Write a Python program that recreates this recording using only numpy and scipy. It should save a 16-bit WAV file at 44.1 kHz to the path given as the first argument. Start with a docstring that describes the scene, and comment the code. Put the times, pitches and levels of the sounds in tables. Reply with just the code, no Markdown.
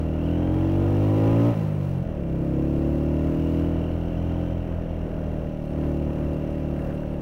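"""A single-cylinder four-stroke motorcycle climbs a concrete lane, heard from the rider's seat.
It revs up, coasts through a gear change, pulls again and eases off onto gravel.
Sums of engine orders make the boom, exhaust and intake; filtered noise makes the gas rasp and valve clatter,
and paired tones at the tooth rate make the gears. Behind them stones tick, gravel patters,
a metal part squeaks faintly, and tyres and headwind rumble as coloured noise."""
import sys
import numpy as np
from scipy import signal
from scipy.fft import rfft, irfft, next_fast_len
from scipy.io import wavfile
from scipy.ndimage import map_coordinates

SR = 44100
rng = np.random.default_rng(int(sys.argv[2]) if len(sys.argv) > 2 else 0)


def generate_wav(sig):
    """Save sig (samples, or channels by samples) to the path in sys.argv[1] as 16-bit PCM at SR."""
    pcm = np.round(np.clip(np.atleast_2d(sig).T, -1, 1) * 32767).astype(np.int16)
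    wavfile.write(sys.argv[1], SR, pcm)


N = 318351

# engine speed: (time [s], firing rate [1/s])
ENGINE_SPEED = [(0.0, 39.7), (0.15, 39.55), (0.7, 46.63), (0.95, 49.13), (1.49, 58.24), (1.65, 52.11),
                (2.02, 43.8), (2.25, 32.71), (2.48, 33.42), (2.6, 34.97), (3.55, 40.72), (3.85, 40.75),
                (4.0, 41.75), (4.4, 42.56), (5.5, 38.82), (5.68, 37.17), (5.8, 38.43), (5.95, 37.32),
                (6.62, 38.21), (6.76, 37.13), (6.92, 37.65), (7.22, 37.0)]
# the rider's hand: (time [s], throttle opening [0-1])
THROTTLE_HAND = [(0, 0.6), (.12, 0.53), (.3, 0.76), (.7, 0.77), (1.48, 1), (1.56, 0.44), (2.08, 0.06),
                 (2.3, 0.52), (2.55, 0.82), (3.6, 0.84), (4.0, 0.38), (4.4, 0.51), (4.7, 0.1), (5.68, 0.27),
                 (5.8, .68), (6.7, 0.47), (7.21, 0.3)]
# the gear change: the wheel drives the engine between these times
COAST_FROM_S, COAST_TO_S, COAST_FADE_S = 1.545, 2.045, 0.02
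# each change of load leaves a short hush in the boom and intake
HUSH_S, HUSH_DB = 0.024, 8.5
CRUISE_RATE = 40  # firings per second at which the loudness laws start

# the four lowest engine orders:
# (level at shut throttle [dB], rise at full throttle [dB], change while coasting [dB])
LOW_ORDERS = [(-33, -4, -14), (-26.5, 5.5, -3.5), (-43, 5, 4.5), (-47.5, 10, 8.5)]
# how strongly the bike radiates those orders as they sweep: (frequency [Hz], gain [dB])
BODY_RADIATION = [(35, -7), (48, 2), (62, -10.5), (80, -6), (100, -1.5), (118, 0), (135, 10.5), (152, 10),
                  (170, 10.5), (192, 1), (212, 1), (235, 10)]
# brief sags of the crank-rate drone: (time [s], length [s], depth [dB])
DRONE_SAGS = [(3.35, 0.076, 14), (4.106, 0.11, 6), (4.667, 0.062, 7), (4.86, 0.051, 13), (5.084, 0.077, 11),
              (5.58, 0.29, 11), (6.09, .1, 2), (6.51, 0.62, 4), (7.08, 0.31, 5)]

# loudness laws, one per engine sound: (gain at cruising speed with shut throttle [dB],
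# rise at full throttle [dB], rise per octave of speed [dB], change while coasting [dB])
BARK_LOUDNESS = (-45.5, 3, 9, -5.5)
PIPE_LOUDNESS = (-69, 11, 21.5, -3)
RASP_LOUDNESS = (-48, 8, 11.5, 0.9)
HONK_LOUDNESS = (-49, 19.5, 7, -2.5)
CLATTER_LOUDNESS = (-58, 3.5, 11.5, -3.5)
HISS_LOUDNESS = (-69.5, 11, 7.5, 4)

# resonances of each part: (centre [Hz], width [Hz], relative level [dB])
SILENCER_MODES = [(165.8, 13.8, 16.5), (430, 310, -16.5), (556.3, 66, 1.5), (663, 31, -13.5)]
PIPE_MODES = [(812, 35, 5.5), (999, 46, 0.5), (1250, 180, -7), (1440, 84, -15), (1810, 400, -30)]
AIRBOX_MODES = [(264.3, 114, 2.5), (325.4, 43, 7.5), (482, 26, -7.5)]
CASING_MODES = [(1396, 180, 0), (1880, 273, 1.5), (2346, 186, 0.5), (2745, 117, 5), (3160, 380, -4.5),
                (3720, 160, -10), (4080, 170, -13), (5420, 250, -14.5), (5930, 260, -13.5)]
# noise colour of the rasping exhaust gas: (frequency [Hz], relative level [dB])
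GAS_COLOUR = [(120, -15), (300, 1), (430, -2.5), (580, -2.5), (700, -12), (830, -8.5), (980, -9),
              (1120, -15), (1260, -17.5), (1600, -27.5), (2600, -24), (5000, -48.5)]
# noise colour of hissing air and fine gravel: (frequency [Hz], relative level [dB])
HISS_COLOUR = [(1500, -28.5), (4000, 3.5), (6500, -2), (8000, -5), (9900, -5.5), (11000, -2.5),
               (14500, -6.5), (16000, 3.5)]
# level of the metallic gear whine: (time [s], level [dB])
GEAR_WHINE = [(0, -66), (.3, -51.5), (.9, -61), (1.45, -63), (1.65, -67), (2.6, -64), (3.2, -64),
              (3.55, -57.5), (4.46, -56), (4.7, -66), (5.62, -78), (6.04, -62), (7.21, -64.5)]

# stones and rattles: (time [s], relative level [dB], lower edge of the ringing band [Hz])
STONE_TICKS = [(5.83, -42, 1570), (6.2313, -37, 1540), (6.6894, -51, 2740), (6.7594, -41, 1520),
               (6.788, -31, 1580), (6.9038, -31.5, 1400), (6.9744, -48, 2750), (7.0194, -49, 1810),
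               (7.031, -33, 1450)]
# thin metal squeaks: (time [s], length [s], level [dB])
METAL_SQUEAKS = [(1.745, .05, -67), (1.89, .08, -72), (5.696, 0.13, -73), (6.517, .04, -69),
                 (6.81, 0.075, -69.5), (6.948, 0.027, -65), (7.12, .07, -71)]
# noise colour of tyres and headwind: (frequency [Hz], relative level [dB])
ROAD_COLOUR = [(12, -1), (25, -5.5), (70, 0), (120, -5.5), (250, -7.5), (420, -8), (620, -10), (900, -26),
               (1500, -27), (4000, -59)]
TOP_HZ = 15750  # upper band limit of the whole sound


def boom(cycle, suction_at=0.259, lead=0.016, load_delay=0.066, coast_delay=0.16,
         unsteady_db=0.5, idle_unsteady_db=0.74):
    """The lowest orders sweep through the bike's resonances and meet in a suction behind each blow."""
    speed, throttle, coast = curves(ENGINE_SPEED)[0], curves(THROTTLE_HAND)[0], coasting()
    body_hz, body_db = np.transpose(BODY_RADIATION)
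    sag_db = sum(depth_db * swell(s, length) for s, length, depth_db in DRONE_SAGS)
    # light throttle burns less evenly
    waver_db = unsteady_db + idle_unsteady_db * (1 - throttle) * (1 - coast)
    # timings are shares of a cycle: the suction comes later under load and when coasting
    stroke = cycle - suction_at - load_delay * throttle - coast_delay * coast
    wave = 0
    for k, (base_db, throttle_db, coast_db) in enumerate(LOW_ORDERS, 1):
        radiated_db = np.interp(np.log(k * speed), np.log(body_hz), body_db)
        db = base_db + throttle_db * throttle + coast_db * coast + radiated_db
        db = db + waver_db * wobble(16)
        if k == 2:  # the crank rate
            db = db - sag_db
        wave = wave - np.sqrt(2) * amp(db) * np.cos(2 * np.pi * k * (stroke + lead * k))
    return wave


def exhaust(cycle):
    """The blow, the piston's push and a late echo ring the silencer and the pipe; the gas rasps."""
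    bark_strokes = [(.023, 1), (.21, 0.29), (.635, 0.3)]
    bark = pulse_train(cycle, bark_strokes, SILENCER_MODES, low_hz=171, high_hz=823, count=22)
    ring_strokes = [(.08, 0.8), (.35, 0.62), (.62, 0.41)]
    ring = pulse_train(cycle, ring_strokes, PIPE_MODES, low_hz=626, high_hz=2400, count=38)
    rasp = coloured(noise() * (1.3 + gate(cycle, at=0.22, width=0.22)), GAS_COLOUR)
    bark = loudness(BARK_LOUDNESS) * strength(cycle, scatter_db=0.04) * bark
    return bark + loudness(PIPE_LOUDNESS) * ring + loudness(RASP_LOUDNESS) * rasp


def intake(cycle):
    """The airbox honks at each gulp of air, more weakly at each blow, and loudest at open throttle."""
    gulps = [(0.4507, 0.78), (0.02, 0.28)]
    honk = -pulse_train(cycle, gulps, AIRBOX_MODES, low_hz=154, high_hz=980, count=17)
    return loudness(HONK_LOUDNESS) * strength(cycle, scatter_db=0.3) * honk


def valves(cycle):
    """Tappets and chain rattle the casing, hardest while the valves move; air hisses along."""
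    taps = gate(cycle, at=0.17, width=0.017)
    taps = taps + 0.62 * gate(cycle, at=0.67, width=0.016)
    taps = taps + .5 * gate(cycle, at=0.044, width=0.017)
    drive = 0.92 + 0.79 * gate(cycle, at=0.52, width=0.084) + 0.18 * taps
    drive = drive * amp(0.72 * wobble(130))
    clatter = unit(filtered(noise() * drive, lambda hz: cavity(hz, CASING_MODES)))
    hiss = amp(0.96 * wobble(11)) * coloured(noise() * (drive + .5), HISS_COLOUR)
    return loudness(CLATTER_LOUDNESS) * clatter + loudness(HISS_LOUDNESS) * hiss


def gears(cycle, overtone_db=3, play=0.29):
    """Loose primary gears chatter at their tooth rate and its octave, ringing the casing under load."""
    teeth_per_cycle = 36
    mesh = 2 * np.pi * (teeth_per_cycle * cycle + play * wobble(120))  # play in tooth spacings
    contact = np.sin(mesh) + amp(overtone_db) * np.sin(2 * mesh)
    contact = contact * (0.32 + gate(cycle, at=0.48, width=0.19))  # each firing loads the teeth
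    whine = unit(filtered(contact, lambda hz: cavity(hz, CASING_MODES)))
    return amp(curves(GEAR_WHINE)[0] + 0.84 * wobble(13)) * whine


def stones(level_db=-12, t60=0.055, crack_t60=0.013, crack=.1):
    """Loose stones and rattling parts tick: a short gritty ring with a bright crack."""
    out, t = np.zeros(N + SR), np.arange(SR // 8) / SR
    for s, db, hz in STONE_TICKS:
        burst = rng.standard_normal(len(t))
        band = signal.butter(2, [hz * 1.0, hz * 1.23], "band", fs=SR)
        ring = unit(signal.lfilter(*band, burst))
        tick = ring * amp(-60 * t / t60) + crack * burst * amp(-60 * t / crack_t60)
        out[round(s * SR):][:len(t)] += amp(db + level_db) * tick
    return out[:N]


def grit(start=5.6, rate=110, level_db=-76, spread_db=4, t60=0.013):
    """Off the concrete, the tyres flick up fine gravel: random short bursts of bright noise."""
    flicks = rng.random(N) < rate / SR  # rate in flicks per second
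    flicks = flicks * amp(spread_db * np.clip(noise(), -2, 2))
    flicks = flicks * (np.arange(N) > start * SR)
    t = np.arange(SR // 50) / SR
    bursts = signal.fftconvolve(flicks, amp(-60 * t / t60))[:N]
    return amp(level_db) * coloured(noise() * bursts, HISS_COLOUR)


def squeaks(pitch_hz=8980, waver_hz=25):
    """A metal part rubs now and then and sings one high, slightly wavering note."""
    rub = sum(amp(db) * swell(s, length) for s, length, db in METAL_SQUEAKS)
    return rub * np.sin(2 * np.pi * np.cumsum(pitch_hz + waver_hz * wobble(150)) / SR)


def road(level_db, gust_db):
    """Tyres and headwind rumble unevenly under the engine."""
    return amp(level_db + gust_db * wobble(7)) * coloured(noise(), ROAD_COLOUR)


def pulse_train(cycle, strokes, modes, low_hz, high_hz, count):
    """Strokes (share of the cycle, size) ring a cavity: engine orders above the boom, up to count - 1."""
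    speed, grid_hz = curves(ENGINE_SPEED)[0], np.arange(SR // 8)
    band = signal.freqs(*signal.butter(2, [low_hz, high_hz], "band", analog=True), grid_hz)[1]
    response = -band * cavity(grid_hz, modes)
    turn = np.exp(2j * np.pi * cycle)
    first = len(LOW_ORDERS) + 1
    spin, wave = turn ** first, 0
    for k in range(first, count):
        # strokes in the same cycle strengthen some orders and cancel others
        blend = sum(size * np.exp(-2j * np.pi * k * at) for at, size in strokes)
        gain = np.interp(k * speed, grid_hz, response * blend)
        wave = wave + (gain * spin).real
        spin = spin * turn
    return np.sqrt(2) * wave


def loudness(law):
    """The gain of one engine sound, from throttle, speed and coasting."""
    base_db, throttle_db, octave_db, coast_db = law
    octaves = np.log2(curves(ENGINE_SPEED)[0] / CRUISE_RATE)
    throttle = curves(THROTTLE_HAND)[0]
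    return amp(base_db + throttle_db * throttle + octave_db * octaves + coast_db * coasting())


def coasting():
    """1 while the wheel drives the engine, else 0, with short fades between."""
    t = np.arange(N) / SR
    return np.clip(np.minimum(t - COAST_FROM_S, COAST_TO_S - t) / COAST_FADE_S + .5, 0, 1)


def strength(cycle, scatter_db):
    """Uneven firing: a gain that glides between random strengths, one per cycle."""
    count = np.arange(int(cycle[-1]) + 2)
    return amp(scatter_db * np.interp(cycle, count, rng.standard_normal(len(count))))


def gate(cycle, at, width):
    """A smooth window that opens once per cycle; at and width are shares of the cycle."""
    return np.exp((np.cos(2 * np.pi * (cycle - at)) - 1) / (2 * np.pi * width) ** 2)


def swell(s, length):
    """A smooth bump of height 1 around time s; length in seconds."""
    return np.exp(-(2 * (np.arange(N) / SR - s) / length) ** 2)


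def cavity(hz, modes):
    """Complex response of a set of resonances with alternating sign."""
    response = 0
    for k, (centre, width, db) in enumerate(modes):
        damping = 1j * hz * width
        response = response + (-1) ** k * amp(db) * damping / (centre * centre - hz * hz + damping)
    return response


def coloured(x, points):
    """x through a spectrum of (Hz, dB) points, at rms 1."""
    f, db = np.transpose(points)
    return unit(filtered(x, lambda hz: amp(np.interp(np.log(hz + 1), np.log(f), db))))


def filtered(x, response):
    """x times a complex response of frequency."""
    m = next_fast_len(N + SR // 2)
    return irfft(rfft(x, m) * response(np.fft.rfftfreq(m, 1 / SR)), m)[:N]


def curves(rows):
    """One value per sample for each column after the time."""
    s, *cols = np.transpose(rows)
    return [np.interp(np.arange(N) / SR, s, c) for c in cols]


def wobble(rate):
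    """A smooth random curve, rate knots a second."""
    knots = rng.standard_normal(int(N * rate / SR) + 4)
    return map_coordinates(knots, [np.arange(N) * rate / SR])


def noise():
    """White noise."""
    return rng.standard_normal(N)


def unit(x):
    """x at rms 1."""
    return x / np.sqrt(np.mean(x ** 2) + 1e-20)


def amp(db):
    """Decibels to gain."""
    return 10 ** (np.asarray(db) / 20)


def scene():
    """All engine sounds follow the count of four-stroke cycles; road sounds join underneath."""
    cycle = np.cumsum(curves(ENGINE_SPEED)[0]) / SR
    hush = amp(-HUSH_DB * (swell(COAST_FROM_S, HUSH_S) + swell(COAST_TO_S, HUSH_S)))
    engine = hush * (boom(cycle) + intake(cycle)) + exhaust(cycle) + valves(cycle) + gears(cycle)
    surroundings = stones() + grit() + squeaks() + road(level_db=-36.5, gust_db=1.5)
    return (engine + surroundings)[None]


def record(dry):
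    """A sharp low-pass keeps nothing above the band limit."""
    return filtered(dry[0], lambda hz: hz < TOP_HZ)[None]


dry = scene()
out = record(dry)
generate_wav(out)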